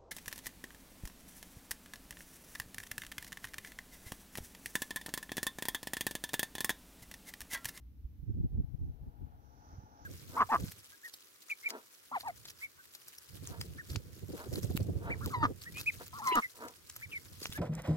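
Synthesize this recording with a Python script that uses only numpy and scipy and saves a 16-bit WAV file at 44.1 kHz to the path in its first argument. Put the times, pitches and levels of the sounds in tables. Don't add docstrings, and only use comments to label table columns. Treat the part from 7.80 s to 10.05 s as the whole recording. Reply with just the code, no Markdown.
import sys
import numpy as np
from scipy import signal
from scipy.fft import rfft, irfft
from scipy.io import wavfile

SR = 44100
rng = np.random.default_rng(int(sys.argv[2]) if len(sys.argv) > 2 else 0)


def wrap_up_sound(samples):
    columns = np.atleast_2d(samples).T
    tamed = np.clip(columns, -1, 1)
    steps = np.round(tamed * 32767).astype(np.int16)
    wavfile.write(sys.argv[1], SR, steps)


N = 99225
T = np.arange(N) / SR
HZ = np.fft.rfftfreq(N, 1 / SR)

# f/Hz, left-right likeness
VEHICLE_LIKENESS = [(300, 0.95), (800, 1), (1400, 0.89), (1600, 0.55), (4000, 0.32), (7000, 0.9)]


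def wind():
    # centre t/s, length/s, relative level/dB, flutter send/dB, left minus right/dB
    buffets = [(0.399, 0.014, -47, -30, -13), (0.435, 0.011, -40.5, -8.5, -6),
               (0.499, 0.034, -35, -14, -7.5), (0.549, 0.02, -39.5, -6.5, 1.5),
               (0.579, 0.022, -38, 0, -7.5), (0.606, 0.012, -31, -10.5, -2), (0.649, 0.02, -30, -6, 0),
               (0.752, 0.055, -36.5, -14, -5), (0.796, 0.024, -30.5, -5, -4), (0.843, 0.011, -39.5, -10, 7),
               (0.9, 0.064, -49, -17, 22), (0.946, 0.015, -35, -12.5, -0.5), (0.989, 0.013, -41, -15, -24),
               (1.03, 0.035, -36.5, -14, -3), (1.073, 0.01, -41, -17, 4.5), (1.094, 0.03, -41.5, -8.5, 4),
               (1.149, 0.012, -45.5, -18, 23), (1.225, 0.027, -45.5, -20.5, 7), (1.28, 0.024, -46, -2.5, 1),
               (1.431, 0.052, -39, -18.5, -5), (1.547, 0.022, -55.5, -27, 7), (1.939, 0.015, -50.5, -4, 3),
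               (1.987, 0.018, -48, -26, -6), (2.036, 0.0055, -50, -4.5, -26), (2.22, 0.019, -54.5, -4, -6)]
    # t/s, relative level/dB
    breeze_level = [(0, -67.5), (.32, -61.5), (.47, -58), (.6, -46), (.69, -54), (.78, -46.5), (.88, -55),
                    (1.08, -55), (1.18, -62.5), (1.45, -59.5), (1.82, -66), (1.96, -60), (2.12, -71),
                    (2.25, -64)]
    # f/Hz, relative level/dB
    rumble_colour = [(10, -35.5), (25, -13.5), (45, 6), (80, 2.5), (130, 1.5), (200, -17.5), (300, -21.5),
                     (450, -37), (900, -68.5), (2000, -92)]
    flutter_colour = [(50, -37), (130, 4), (200, 6), (310, -2), (420, -15.5), (600, -29.5), (1000, -55),
                      (2500, -63), (6000, -67)]
    # t/s, left-right likeness
    gust_likeness = [(.38, 0.31), (.64, -0.81), (.8, -0.2), (1.06, -0.58), (1.2, 0.62), (1.48, -0.47),
                     (1.95, 0.97)]
    rumble_power = amp(over_time(breeze_level)) ** 2
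    flutter_power = rumble_power * amp(-9) ** 2
    for centre, length, level_db, flutter_db, pan_db in buffets:
        swell = np.exp(-abs(2 * (T - centre) / length) ** 2.07)
        sides = unit(amp([[pan_db], [0]]))
        power = (amp(level_db) * sides) ** 2 * swell
        rumble_power = rumble_power + power
        flutter_power = flutter_power + power * amp(flutter_db) ** 2
    rumble = amp(3) * np.sqrt(rumble_power) * eddies(rumble_colour, over_time(gust_likeness), 0.023)
    flutter = amp(-2) * np.sqrt(flutter_power) * eddies(flutter_colour, likeness=.1, eddy_s=0.0073)
    low_cut = signal.butter(2, 19.3, "high", fs=SR, output="sos")
    return signal.sosfilt(low_cut, rumble + flutter)


def eddies(colour, likeness, eddy_s):
    own, common = noise(colour, likeness=0)
    ports = np.array([blend(common, own, likeness), common])
    window = np.hanning(int(2 * eddy_s * SR))
    power = signal.fftconvolve(ports ** 2, window[None] / window.sum(), "same", axes=1)
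    return ports / np.sqrt(abs(power) + 1e-6)


def engine():
    # t/s, level/dB
    hum_level = [(0, -57), (.2, -50), (.32, -59), (1.3, -52), (1.9, -67.5), (2.1, -77.5), (2.25, -70.5)]
    note_hz, waver, throb = 65.6, 0.0782, 0.71
    cycles = np.cumsum(note_hz * (1 + waver * drift(rate_hz=10.7))) / SR
    hum = np.sin(2 * np.pi * cycles) * (1 + throb * drift(rate_hz=16))
    return amp(over_time(hum_level)) * unit(hum)


def body_thump():
    at_s, pitch_hz, width_s, sides_db = .255, 56, 0.0099, [[-37], [-31.5]]
    t = T - at_s
    envelope = 1 / np.cosh(np.clip(t / width_s, -20, 20)) ** 2
    return amp(sides_db) * envelope * np.cos(2 * np.pi * pitch_hz * t)


def tyres():
    # t/s, relative roar level/dB, relative whirr and tread level/dB
    approach = [(0.1, -107, -99), (0.42, -93.5, -99), (0.77, -76.5, -92), (0.95, -83.5, -91.5),
                (1.22, -74.5, -88.5), (1.52, -73.5, -81.5), (1.62, -76, -83), (1.92, -71.5, -72.5),
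                (2.06, -71.5, -77), (2.22, -68, -73)]
    # f/Hz, relative level/dB
    roar_colour = [(150, -20.5), (300, -6.5), (450, 4), (580, -0.5), (720, 5.5), (850, 7), (950, -1),
                   (1050, -11), (1400, -50)]
    whirr_colour = [(700, -14.5), (1000, 1.5), (1380, 3.5), (1560, -4.5), (1800, -8), (1950, -17),
                    (2500, -18.5), (4500, -20), (6000, -47.5)]
    # f/Hz, width/Hz, relative level/dB
    tread_bands = [(844, 50, 6.5), (929, 54, -0.5)]
    # f/Hz, left minus right/dB
    whirr_shade = [(1000, 2), (1170, -2), (1400, 3.5), (1560, 7.5), (1750, -1.5), (2100, 16.5), (2500, -2),
                   (5000, 0)]
    likeness, lag_s = over_hz(VEHICLE_LIKENESS), 0.00039
    roar = amp(4.5 + over_time(approach)) * noise(roar_colour, likeness, lag_s)
    rolling = rfft(noise(roar_colour, likeness, lag_s))
    tread = 0
    for hz, width, db in tread_bands:
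        band = np.exp(-((HZ - hz) / width) ** 2)
        tread += amp(db) * unit(irfft(rolling * band, N))
    shade = amp(np.outer([.5, -.5], over_hz(whirr_shade)))
    whirr = amp(6) * irfft(shade * rfft(noise(whirr_colour, likeness, lag_s)), N)
    return roar + amp(over_time(approach, column=2)) * (tread + whirr)


def tyre_hiss():
    # t/s, relative level/dB
    hiss_level = [(0, -106), (.55, -99), (.85, -105), (1.06, -95), (1.22, -105), (1.56, -101),
                  (1.64, -86.5), (1.92, -75.5), (2.09, -83.5), (2.25, -73)]
    # f/Hz, relative level/dB
    hiss_colour = [(1500, -40), (3000, -22), (4550, -9), (5250, -4), (5800, -1), (6300, -1), (6900, -9),
                   (7200, -26), (9000, -51)]
    whistle_colour = [(5000, -39.5), (5500, -5), (5800, -5), (6100, -7.5), (6600, -41)]
    likeness, lag_s, sides_db = over_hz(VEHICLE_LIKENESS), 0.00024, [[-13.5], [5]]
    hiss_db = over_time(hiss_level)
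    hiss = amp(hiss_db) * noise(hiss_colour, likeness, lag_s)
    whistle = amp(-26 + 0.71 * hiss_db) * noise(whistle_colour, likeness, lag_s)
    return amp(sides_db) * (hiss + whistle)


def cabin_drone():
    # f/Hz, relative level/dB
    cabin_colour = [(15, -11), (40, -2), (90, 5), (130, -5), (200, -8), (265, -3.5), (320, -8),
                    (370, -22.5), (480, -22), (650, -34.5), (1200, -36), (3000, -56.5)]
    return amp(-62.5) * noise(cabin_colour, likeness=0.73)


def bass_dropouts(ports):
    # start t/s, end t/s
    gaps = [(0.86, 0.99), (1.128, 1.21), (1.305, 1.526), (1.593, 1.87), (2.049, 2.24)]
    corner_hz, depth_db, fade_s = 246, -33, 0.0071
    left, right = ports
    ramps = sum(np.clip(np.minimum(T - start, end - T) / fade_s + .5, 0, 1) for start, end in gaps)
    crossfade = np.sin(np.pi / 2 * ramps) ** 2
    low_cut = np.maximum(HZ ** 2 / np.hypot(HZ ** 2, corner_hz ** 2), amp(depth_db))
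    thin = irfft(rfft(right) * low_cut, N)
    return np.array([left, right + crossfade * (thin - right)])


def microphone_hiss():
    # f/Hz, relative level/dB
    floor_colour = [(100, 10.5), (1000, -7), (2000, -2), (4000, -4), (6000, -9), (7500, -12.5), (9000, -14),
                    (10300, -8), (11500, -2), (13000, -1), (15600, -1)]
    return amp(-76.5) * noise(floor_colour, likeness=0)


def amp(db):
    return 10 ** (np.asarray(db) / 20)


def unit(x):
    return x / np.sqrt(np.mean(x ** 2) + 1e-20)


def over_hz(points):
    hz, value = np.transpose(points)
    return np.interp(np.log(HZ + 1), np.log(hz + 1), value)


def over_time(rows, column=1):
    rows = np.array(rows)
    return np.interp(T, rows[:, 0], rows[:, column])


def blend(common, own, likeness):
    return likeness * common + np.sqrt(1 - likeness ** 2) * own


def noise(colour, likeness, lag_s=0):
    common, own = rfft(rng.standard_normal((2, N)))
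    left = blend(common, own, likeness) * np.exp(-2j * np.pi * HZ * lag_s)
    return unit(irfft(np.array([left, common]) * amp(over_hz(colour)), N))


def drift(rate_hz):
    return unit(irfft(rfft(rng.standard_normal(N)) * np.exp(-(HZ / rate_hz) ** 2), N))


def scene():
    return wind() + engine() + body_thump() + cabin_drone() + tyres() + tyre_hiss()


def record(dry):
    ports = bass_dropouts(dry) + microphone_hiss()
    high_cut = signal.firwin(511, 15700, window=("kaiser", 9), fs=SR)
    return signal.oaconvolve(ports, high_cut[None], "same")


dry = scene()
out = record(dry)
wrap_up_sound(out)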